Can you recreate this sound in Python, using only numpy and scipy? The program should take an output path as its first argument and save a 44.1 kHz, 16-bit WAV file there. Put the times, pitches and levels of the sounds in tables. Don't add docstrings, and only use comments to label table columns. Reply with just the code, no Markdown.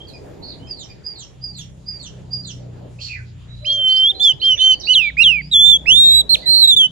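import sys
import numpy as np
from scipy import signal
from scipy.io import wavfile
from scipy.ndimage import uniform_filter1d, minimum_filter1d, map_coordinates

SR = 44100
rng = np.random.default_rng(int(sys.argv[2]) if len(sys.argv) > 2 else 0)


def unload_audio(sound):
    columns = np.transpose(np.atleast_2d(sound))
    steps = np.round(np.clip(columns, -1, 1) * 32767)
    wavfile.write(sys.argv[1], SR, steps.astype(np.int16))


N = 304719
TIME = np.arange(N) / SR

# t/s, length/s, pitch/Hz at start, 1/3, 2/3 and end,
# scoop/Hz, drop/Hz, attack/s, level/dB, swell/dB, overtones/dB
SONG_ARCS = [(4.196, 0.13, 3370, 3539, 3281, 2928, 120, 140, 0.02, -8, -3, -23.5),
             (4.415, 0.14, 2980, 3191, 3085, 2900, 250, 1, 0.022, -9.5, -4.5, -35),
             (4.59, 0.16, 3010, 3095, 3099, 2963, 180, 280, 0.014, -9, -1, -22.5),
             (4.87, 0.073, 2660, 2920, 2994, 3010, 300, 300, 0.0093, -9, 11, -26),
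             (5.168, 0.069, 2520, 2485, 2734, 2744, 550, 220, 0.019, -3.5, 11, -28),
             (6.292, .068, 4266, 4167, 4245, 3980, 1.4, 1860, 0.0011, -8.5, 8.5, -24.5),
             (6.672, 0.082, 3946, 3794, 3496, 3660, 260, 250, 0.0019, -7.5, -3, -21),
             (6.763, 0.11, 3680, 3352, 3076, 3040, 160, 130, 0.0017, -8.5, -3.5, -24)]
PEEP_WAVER, CHIRP_WAVER = .012, .03


def from_db(db):
    return 10 ** (np.asarray(db) / 20)


def rms_one(x):
    return x / np.sqrt(np.mean(x ** 2) + 1e-20)


def in_time(rows, t=TIME):
    s, *columns = np.transpose(rows)
    return [np.interp(t, s, c) for c in columns]


def at_hz(points, hz):
    points = np.array(points)
    return np.interp(np.log(hz), np.log(points[:, 0]), points[:, 1])


def drift(rate_hz, t=TIME):
    steps = rng.standard_normal(8192)
    return map_coordinates(steps, [(t - t[0]) * rate_hz], order=3, mode="wrap")


def span(start_s, end_s):
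    return TIME[max(int(start_s * SR), 0):int(end_s * SR)]


def add(out, t, sound):
    first = round(t[0] * SR)
    out[..., first:first + len(t)] += sound


def fade(t, length_s):
    to_edge_s = np.minimum(t - t[0], t[-1] - t)
    return np.sin(np.pi / 2 * np.clip(to_edge_s / length_s, 0, 1)) ** 2


def turn(hz):
    return 2 * np.pi * np.cumsum(hz) / SR


def arc(pitches_hz, along):
    count = len(pitches_hz)
    return np.polyval(np.polyfit(np.linspace(0, 1, count), pitches_hz, count - 1), along)


def panned(pan_db):
    gains = from_db(np.array([[.5], [-.5]]) * pan_db)
    return gains / np.sqrt(np.mean(gains ** 2, axis=0))


def bandpass(x, low_hz, high_hz):
    sos = signal.butter(2, [low_hz, high_hz], "band", fs=SR, output="sos")
    return signal.sosfilt(sos, x)


def resonate(x, modes):
    return sum(from_db(db) * bandpass(x + 1e-18, hz - width / 2, hz + width / 2)
               for hz, width, db in modes)


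def singer():
    out = np.zeros((2, N))
    for row in SONG_ARCS:
        start, length, *pitches_hz, scoop_hz, drop_hz, attack_s, db, swell_db, overtones_db = row
        t = span(start, start + length)
        along = (t - start) / length
        level_db = db + swell_db * (along - .5)
        hz = arc(pitches_hz, along)
        add(out, t, whistle(t, hz, level_db, scoop_hz, drop_hz, attack_s, overtones_db))

    # t/s, pitch/Hz, level/dB
    held = [(3.645, 3013, -18.5), (3.705, 3260, -13.5), (3.76, 3190, -20), (3.87, 3080, -13),
            (4.03, 3113, -11.5), (4.075, 3315, -11), (4.122, 3874, -12.5)]
    wavy = [(5.512, 4210, -11.5), (5.545, 3435, -6.5), (5.59, 3407, -8.5), (5.67, 3561, -6),
            (5.715, 3538, -6), (5.775, 3248, -10)]
    climbing = [(5.855, 2510, -19.5), (5.885, 2650, -7), (5.908, 2960, -5.5), (5.945, 3510, -9),
                (5.985, 3656, -6.5), (6.08, 3782, -8), (6.22, 3941, -8)]
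    quavering = [(6.457, 4030, -7.5), (6.5, 4177, -9.5), (6.612, 4241, -9.5), (6.638, 3920, -4),
                 (6.671, 3716, -9)]
    # t/s, pitch/Hz, level/dB
    steep_fall = [(4.923, 4620, -17.5), (4.94, 4250, -10.5), (4.956, 3300, -6), (4.982, 3033, -7.5),
                  (5.005, 2690, -14), (5.05, 2390, -16.5), (5.107, 2214, -21.5)]
    even_fall = [(5.219, 4160, -5.5), (5.234, 3960, -7.5), (5.25, 3356, -6), (5.29, 2933, -8),
                 (5.328, 2590, -14), (5.417, 2147, -23)]
    # curve, scoop/Hz, drop/Hz, overtones/dB
    long_notes = [(held, 950, 900, -40), (steep_fall, 0, 570, -30.5), (even_fall, 0, 410, -33.5),
                  (wavy, 510, 0, -22), (climbing, 860, 640, -21.5), (quavering, 270, 0, -25.5)]
    for curve, scoop_hz, drop_hz, overtones_db in long_notes:
        t = span(curve[0][0], curve[-1][0])
        hz, level_db = in_time(curve, t)
        add(out, t, whistle(t, hz, level_db, scoop_hz, drop_hz, .014, overtones_db))
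    return out


def bend(edge_s, depth_hz):
    bend_hz_per_s2 = 2500000
    return np.maximum(np.sqrt(abs(depth_hz)) - np.sqrt(bend_hz_per_s2) * edge_s, 0) ** 2


def vibrato(t, start_s=6.513, end_s=6.64, swell_s=.032, depth_hz=140, rate_hz=114):
    depth = np.clip(np.minimum(t - start_s, end_s - t) / swell_s, 0, 1)
    return depth_hz * depth * np.sin(2 * np.pi * rate_hz * (t - t[0]))


def whistle(t, hz, db, scoop_hz, drop_hz, attack_s, overtones_db):
    # t/s, lag of the left side/ms
    left_lag = [(5.6, .042), (6.05, .103)]
    # f/Hz, left-right/dB
    balance = [(2300, -8), (2700, -17.5), (3050, -5), (3420, -0.5), (3540, -12), (3700, 0.5), (4000, -8),
               (10000, -7.5), (12500, 2.5)]
    tremble_hz, tear_s = 7, .0003
    edge_db, release_s = 19.5, .0062
    third_db, third_follows, third_db_per_octave = -32.5, .33, 12
    brightens, flutter_db = .44, 1.5
    shimmer_db, vibrato_db_per_hz = 1.0, .012

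    since, until = t - t[0], t[-1] - t
    hz = uniform_filter1d(hz, size=250, mode="nearest")
    hz = hz - bend(since, scoop_hz) - bend(until, drop_hz)
    torn_hz = tear_s * np.gradient(hz) * SR * drift(3000, t)
    swing_hz = vibrato(t)
    hz = hz + swing_hz + tremble_hz * drift(300, t)
    lag_s = in_time(left_lag, t)[0] / 1000 * [[1], [0]]
    phase = turn(hz + torn_hz) - 2 * np.pi * hz * lag_s

    above_mean_db = overtones_db - np.mean([row[-1] for row in SONG_ARCS])
    upper_db = third_db + third_follows * above_mean_db + third_db_per_octave * np.log2(hz / 3400)
    tone = np.sin(phase) * panned(at_hz(balance, hz))
    for k, partial_db in enumerate((overtones_db, upper_db), 2):
        gain_db = partial_db + brightens * (db - np.mean(db)) + flutter_db * drift(32, t)
        tone += from_db(gain_db) * np.sin(k * phase) * panned(at_hz(balance, k * hz))

    edges_db = edge_db * (np.exp(-since / attack_s) + np.exp(-until / release_s))
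    level = from_db(db - edges_db + shimmer_db * drift(190, t) - vibrato_db_per_hz * swing_hz)
    return np.sqrt(2) * level * fade(t, .002) * tone


def neighbour(scoop_hz=300, overtone_db=-40):
    # t/s, whistle length/s, sag/Hz, level/dB
    calls = [(0.678, 0.083, 395, -38), (1.033, 0.12, 153, -37), (1.408, .13, 212, -37),
             (1.853, 0.14, 201, -36.5), (2.301, .13, 49.5, -33)]
    call_hz, chew_db, chew_waver = 4837, -39.5, .04
    catch_s, catch_rise_s, catch_decay_s = .028, .0058, .02
    lead_in_db, catch_db = 1, 15.5
    whistles, chews = np.zeros((2, N))
    for start, length, sag_hz, whistle_db in calls:
        top_hz, end_hz = call_hz + sag_hz / 2, call_hz - sag_hz / 2
        t = span(start, start + length)
        along = (t - start) / length
        hz = np.interp(along, [0, .2, .7], [top_hz - scoop_hz, top_hz, end_hz]) + 20 * drift(280, t)
        caught = t - start - catch_s
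        surge = np.clip(caught / catch_rise_s, 0, 1) / (1 + (caught / catch_decay_s) ** 2)
        db = whistle_db + lead_in_db + (catch_db - lead_in_db) * surge
        add(whistles, t, np.sqrt(2) * from_db(db) * fade(t, .029) * np.sin(turn(hz)))
        end = start + length
        add(chews, *slur(end - .006, .095, (4700, 3850, 2700), chew_db + 2, chew_waver, overtone_db))
        add(chews, *slur(end + .028, .066, (8100, 6350, 5100), chew_db, CHIRP_WAVER, overtone_db))
    return whistles, chews


def slur(start, length, pitches_hz, db, waver, overtone_db, swing_hz=0):
    buzz_rate_hz, broken_db = 110, 3.0
    t = span(start, start + length)
    unsteady = .8 * drift(900, t) + .5 * drift(200, t)
    hz = arc(pitches_hz, (t - start) / length) * (1 + waver * unsteady)
    hz = hz + swing_hz * np.sin(2 * np.pi * buzz_rate_hz * (t - start))
    phase = turn(hz)
    level = from_db(db + broken_db * drift(150, t))
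    tone = np.sin(phase) + from_db(overtone_db) * np.sin(2 * phase)
    return t, np.sqrt(2) * level * fade(t, length / 6) * tone


def slurs(rows, waver, overtone_db, swing_hz=0):
    out = np.zeros(N)
    for start, length, *pitches_hz, db in rows:
        add(out, *slur(start, length, pitches_hz, db, waver, overtone_db, swing_hz))
    return out


def hoarse_notes():
    # t/s, length/s, start/Hz, middle/Hz, end/Hz, level/dB
    hoarse = [(2.985, 0.04, 2570, 2960, 3760, -38.5), (3.08, 0.095, 2470, 2420, 1953, -33),
              (3.16, 0.049, 1980, 1650, 1430, -43.5), (4.552, 0.031, 2800, 2230, 1471, -39),
              (4.99, 0.099, 3050, 3550, 3780, -32.5), (6.35, 0.096, 3900, 4200, 4094, -37),
              (6.415, 0.075, 2100, 1950, 1850, -45.5)]
    buzz = (.415, .135, 4000, 4450, 3500, -36)
    rough = slurs(hoarse, waver=.06, overtone_db=-32)
    return rough + slurs([buzz], CHIRP_WAVER, overtone_db=-40, swing_hz=230)


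def twitter(overtone_db=-38, octave_db=6):
    # t/s, length/s, top/Hz, bow/Hz, level/dB
    chirp_rows = [(3.665, 0.047, 4330, 201.5, -30.5), (3.65, 0.021, 7520, -200, -34.5),
                  (3.708, 0.026, 7520, -500, -37.5), (3.872, 0.017, 7350, 0.5, -41.5),
                  (3.881, 0.057, 4680, 140, -29), (3.95, 0.033, 5360, 9, -30),
                  (4.211, 0.04, 5800, -200, -30), (4.397, .038, 4430, 200.5, -29.5),
                  (4.432, 0.025, 5430, 154, -29.5), (4.599, 0.054, 4430, 196, -32),
                  (4.711, .03, 4720, 198, -32.5), (4.83, 0.048, 4860, -88, -26.5)]
    # t/s, length/s, start/Hz, end/Hz, level/dB
    peep_rows = [(0, 0.039, 3070, 3305, -38), (0.07, 0.039, 4660, 3870, -41.5),
                 (0.591, 0.1, 2865, 3204, -47.5), (3.471, 0.22, 3840, 3970, -49),
                 (3.642, 0.026, 4750, 5480, -40), (3.728, 0.027, 6130, 6170, -36),
                 (4.139, 0.086, 3990, 4166, -36.5), (4.466, 0.12, 5580, 6070, -40),
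                 (4.572, 0.045, 3500, 3660, -24.5), (4.796, 0.03, 6380, 3440, -31),
                 (5.401, 0.089, 4460, 5030, -43.5)]
    # t/s, length/s, start/Hz, end/Hz, level/dB
    reedy_rows = [(.132, 0.038, 2496, 2306, -47.5), (0.669, 0.034, 2490, 2670, -51),
                  (.886, 0.035, 2420, 2316, -51.5)]
    chirp_start_hz, peep_bow_hz = 3820, 50
    chirps = [(s, length, chirp_start_hz, (chirp_start_hz + top) / 2 + bow_hz, top, db)
              for s, length, top, bow_hz, db in chirp_rows]

    def bowed(rows):
        return [(s, length, first, (first + last) / 2 + peep_bow_hz, last, db)
                for s, length, first, last, db in rows]

    return (slurs(chirps, CHIRP_WAVER, overtone_db)
            + slurs(bowed(peep_rows), PEEP_WAVER, overtone_db)
            + slurs(bowed(reedy_rows), PEEP_WAVER, octave_db))


def rasp(pulse_hz=230, unevenness=.16, sharpness=.56):
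    # t/s, level/dB
    effort = [(2.982, -59), (3.018, -31), (3.075, -32.5), (3.19, -60)]
    # f/Hz, width/Hz, gain/dB
    throat = [(3200, 1000, 0.5), (4440, 640, 12), (5380, 370, 5), (6840, 740, -2.5)]
    t, out = span(effort[0][0], effort[-1][0]), np.zeros(N)
    phase = turn(pulse_hz * (1 + unevenness * drift(198, t)))
    puffs = np.abs(np.sin(phase / 2)) ** sharpness
    air = resonate(puffs * rng.standard_normal(len(t)), throat)
    add(out, t, from_db(in_time(effort, t)[0]) * rms_one(air))
    return out


def ticks(t60_s=.16):
    # t/s, level/dB
    tick_rows = [(0.08, -43.5), (1.579, -39), (6.34, -32)]
    out = np.zeros(N)
    for start, db in tick_rows:
        t = span(start, start + .092)
        level = from_db(db - 60 * (t - start) / t60_s)
        add(out, t, level * fade(t, .0038) * rng.standard_normal(len(t)))
    return resonate(out, [(5580, 9000, .0095)])


def far_hoots():
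    # t/s, length/s, start/Hz, middle/Hz, end/Hz, level/dB
    hoots = [(3.6, 0.241, 590, 604, 582, -43), (4.11, .13, 776, 765, 757, -48.5)]
    return slurs(hoots, PEEP_WAVER, overtone_db=-26.0) * panned(17)


def yard(x, t60_s, dull_hz, echoes_per_s):
    t = TIME[:SR]
    arrives = rng.random((2, len(t))) < echoes_per_s / SR
    signs = rng.choice([-1, 1], (2, len(t)))
    echoes = arrives * signs * from_db(-60 * t / t60_s) * (t > .003)
    dulling = signal.butter(1, min(dull_hz, SR / 3), fs=SR, output="sos")
    echoes = signal.sosfilt(dulling, echoes + 1e-18)
    unit_energy = rms_one(echoes) / np.sqrt(len(t))
    return signal.fftconvolve(x[None], unit_energy, axes=1)[:, :N]


def engine(wobble=.003, uneven_db=3.0):
    # t/s, cycle rate/Hz
    rate = [(2.17, 32), (2.7, 30.4), (4.4, 29.4), (6.4, 30.5)]
    phase = turn(in_time(rate)[0] * (1 + wobble * drift(10)))
    boom, drone, growl = exhaust()
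    orders_db = (boom, drone - 7, drone - 1, growl - 2, growl - 4, growl - 19, growl - 15, growl - 14)
    out = np.zeros(N)
    for order, db in enumerate(orders_db, 2):
        level = np.sqrt(2) * from_db(db + uneven_db * drift(19))
        out += level * np.sin(order * phase + rng.uniform(0, 3.12))
    return out


def exhaust(idle_db=-57.5, rise_db_per_s=56.5, fall_db_per_s=47):
    # start/s, end/s, low/dB, middle/dB, upper/dB
    bouts = [(0, 0.695, -49.5, -48, -54.5), (1.466, 2.108, -50.5, -43.5, -48.5),
             (2.254, 2.836, -49, -38, -43), (2.96, 3.635, -45, -37.5, -50), (4.5, 4.6, -46.5, -56.5, -59),
             (5.179, 6.248, -40.5, -59, -42), (6.393, 6.904, -60, -63.5, -45.5)]
    levels_db = [np.array(levels)[:, None] + swell(start, end, rise_db_per_s, fall_db_per_s)
                 for start, end, *levels in bouts]
    return np.maximum(np.max(levels_db, axis=0), idle_db)


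def swell(start, end, rise_db_per_s, fall_db_per_s):
    return -rise_db_per_s * np.maximum(start - TIME, 0) - fall_db_per_s * np.maximum(TIME - end, 0)


def street():
    swells = [(.3, -38, 18, 13), (.72, -44.5, -1, 44), (2.15, -46, 18, 9.5), (2.86, -43, 16, 96),
              (4.18, -43.5, 28, 10.5), (4.88, -41.5, 28.5, 45), (5.88, -40.5, 38, 11), (6.42, -41, 15, 23)]
    # f/Hz, density/dB per Hz
    street_spectrum = [(200, -3), (320, 4), (450, 2), (720, -3.5), (1000, -20.5), (2500, -24), (11000, -46)]
    level_db = np.max([db + swell(s, s, rise, fall) for s, db, rise, fall in swells], axis=0)
    return from_db(level_db) * banded_noise(street_spectrum, patchy_db=3.0)


def still_air():
    # f/Hz, density/dB per Hz
    air_spectrum = [(25, -5.5), (130, 4.5), (300, -28), (900, -24.5), (3000, -27), (7000, -33.5),
                    (8800, -42.5), (15000, -61.5)]
    air = from_db(-45.0) * banded_noise(air_spectrum, patchy_db=4.0)
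    hiss = rms_one(resonate(rng.standard_normal((2, N)), [(6950, 560, 0)]))
    return air + from_db(-70.0) * hiss


def banded_noise(spectrum, patchy_db):
    # f/Hz, left-right correlation
    likeness = [(100, 0.26), (280, 0.36), (550, 0.042), (2000, 0.34)]
    out, edges_hz = 0, 20 * 2 ** np.arange(0, 10, .5)
    white = rng.standard_normal((2, 2, N))
    coarse = TIME[::100]
    for k, (low, high) in enumerate(zip(edges_hz, edges_hz[1:])):
        mid, side = bandpass(white[k % 2], low, high)
        hz = np.sqrt(low * high)
        alike = np.clip(at_hz(likeness, hz), -1, 1)
        flicker = np.interp(TIME, coarse, drift(14, coarse))
        gain = from_db(at_hz(spectrum, hz) + patchy_db * flicker)
        out = out + gain * (np.sqrt(1 + alike) * mid + np.sqrt(1 - alike) * side * [[1], [-1]])
    return rms_one(out)


def scene():
    song = singer()
    bars = from_db(-28) * yard(song[1], t60_s=.04, dull_hz=9000, echoes_per_s=900)
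    tail = from_db(-28) * yard(song[1], t60_s=.3, dull_hz=8000, echoes_per_s=900)
    near = song + bars + tail

    whistles, chews = neighbour()
    others = chews + twitter() + rasp() + ticks() + hoarse_notes()
    sent = from_db(-11) * whistles + from_db(-6) * others
    echoes = yard(sent, t60_s=.26, dull_hz=8000, echoes_per_s=700)
    direct = whistles + from_db(-3.5) * others
    left_lag_s = .00042
    late = np.roll(direct, int(left_lag_s * SR))
    around = (np.array([late, direct]) + echoes) * panned(-6.0)
    return near + around + far_hoots() + engine() + street() + still_air()


def record(dry):
    cutoff_hz = 15500
    headroom = 1 / np.maximum(np.abs(dry).max(axis=0), 1)
    gain = uniform_filter1d(minimum_filter1d(headroom, size=301), size=301)
    lowpass = signal.ellip(8, .1, 80, cutoff_hz, fs=SR, output="sos")
    return signal.sosfilt(lowpass, dry * gain)


dry = scene()
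out = record(dry)
unload_audio(out)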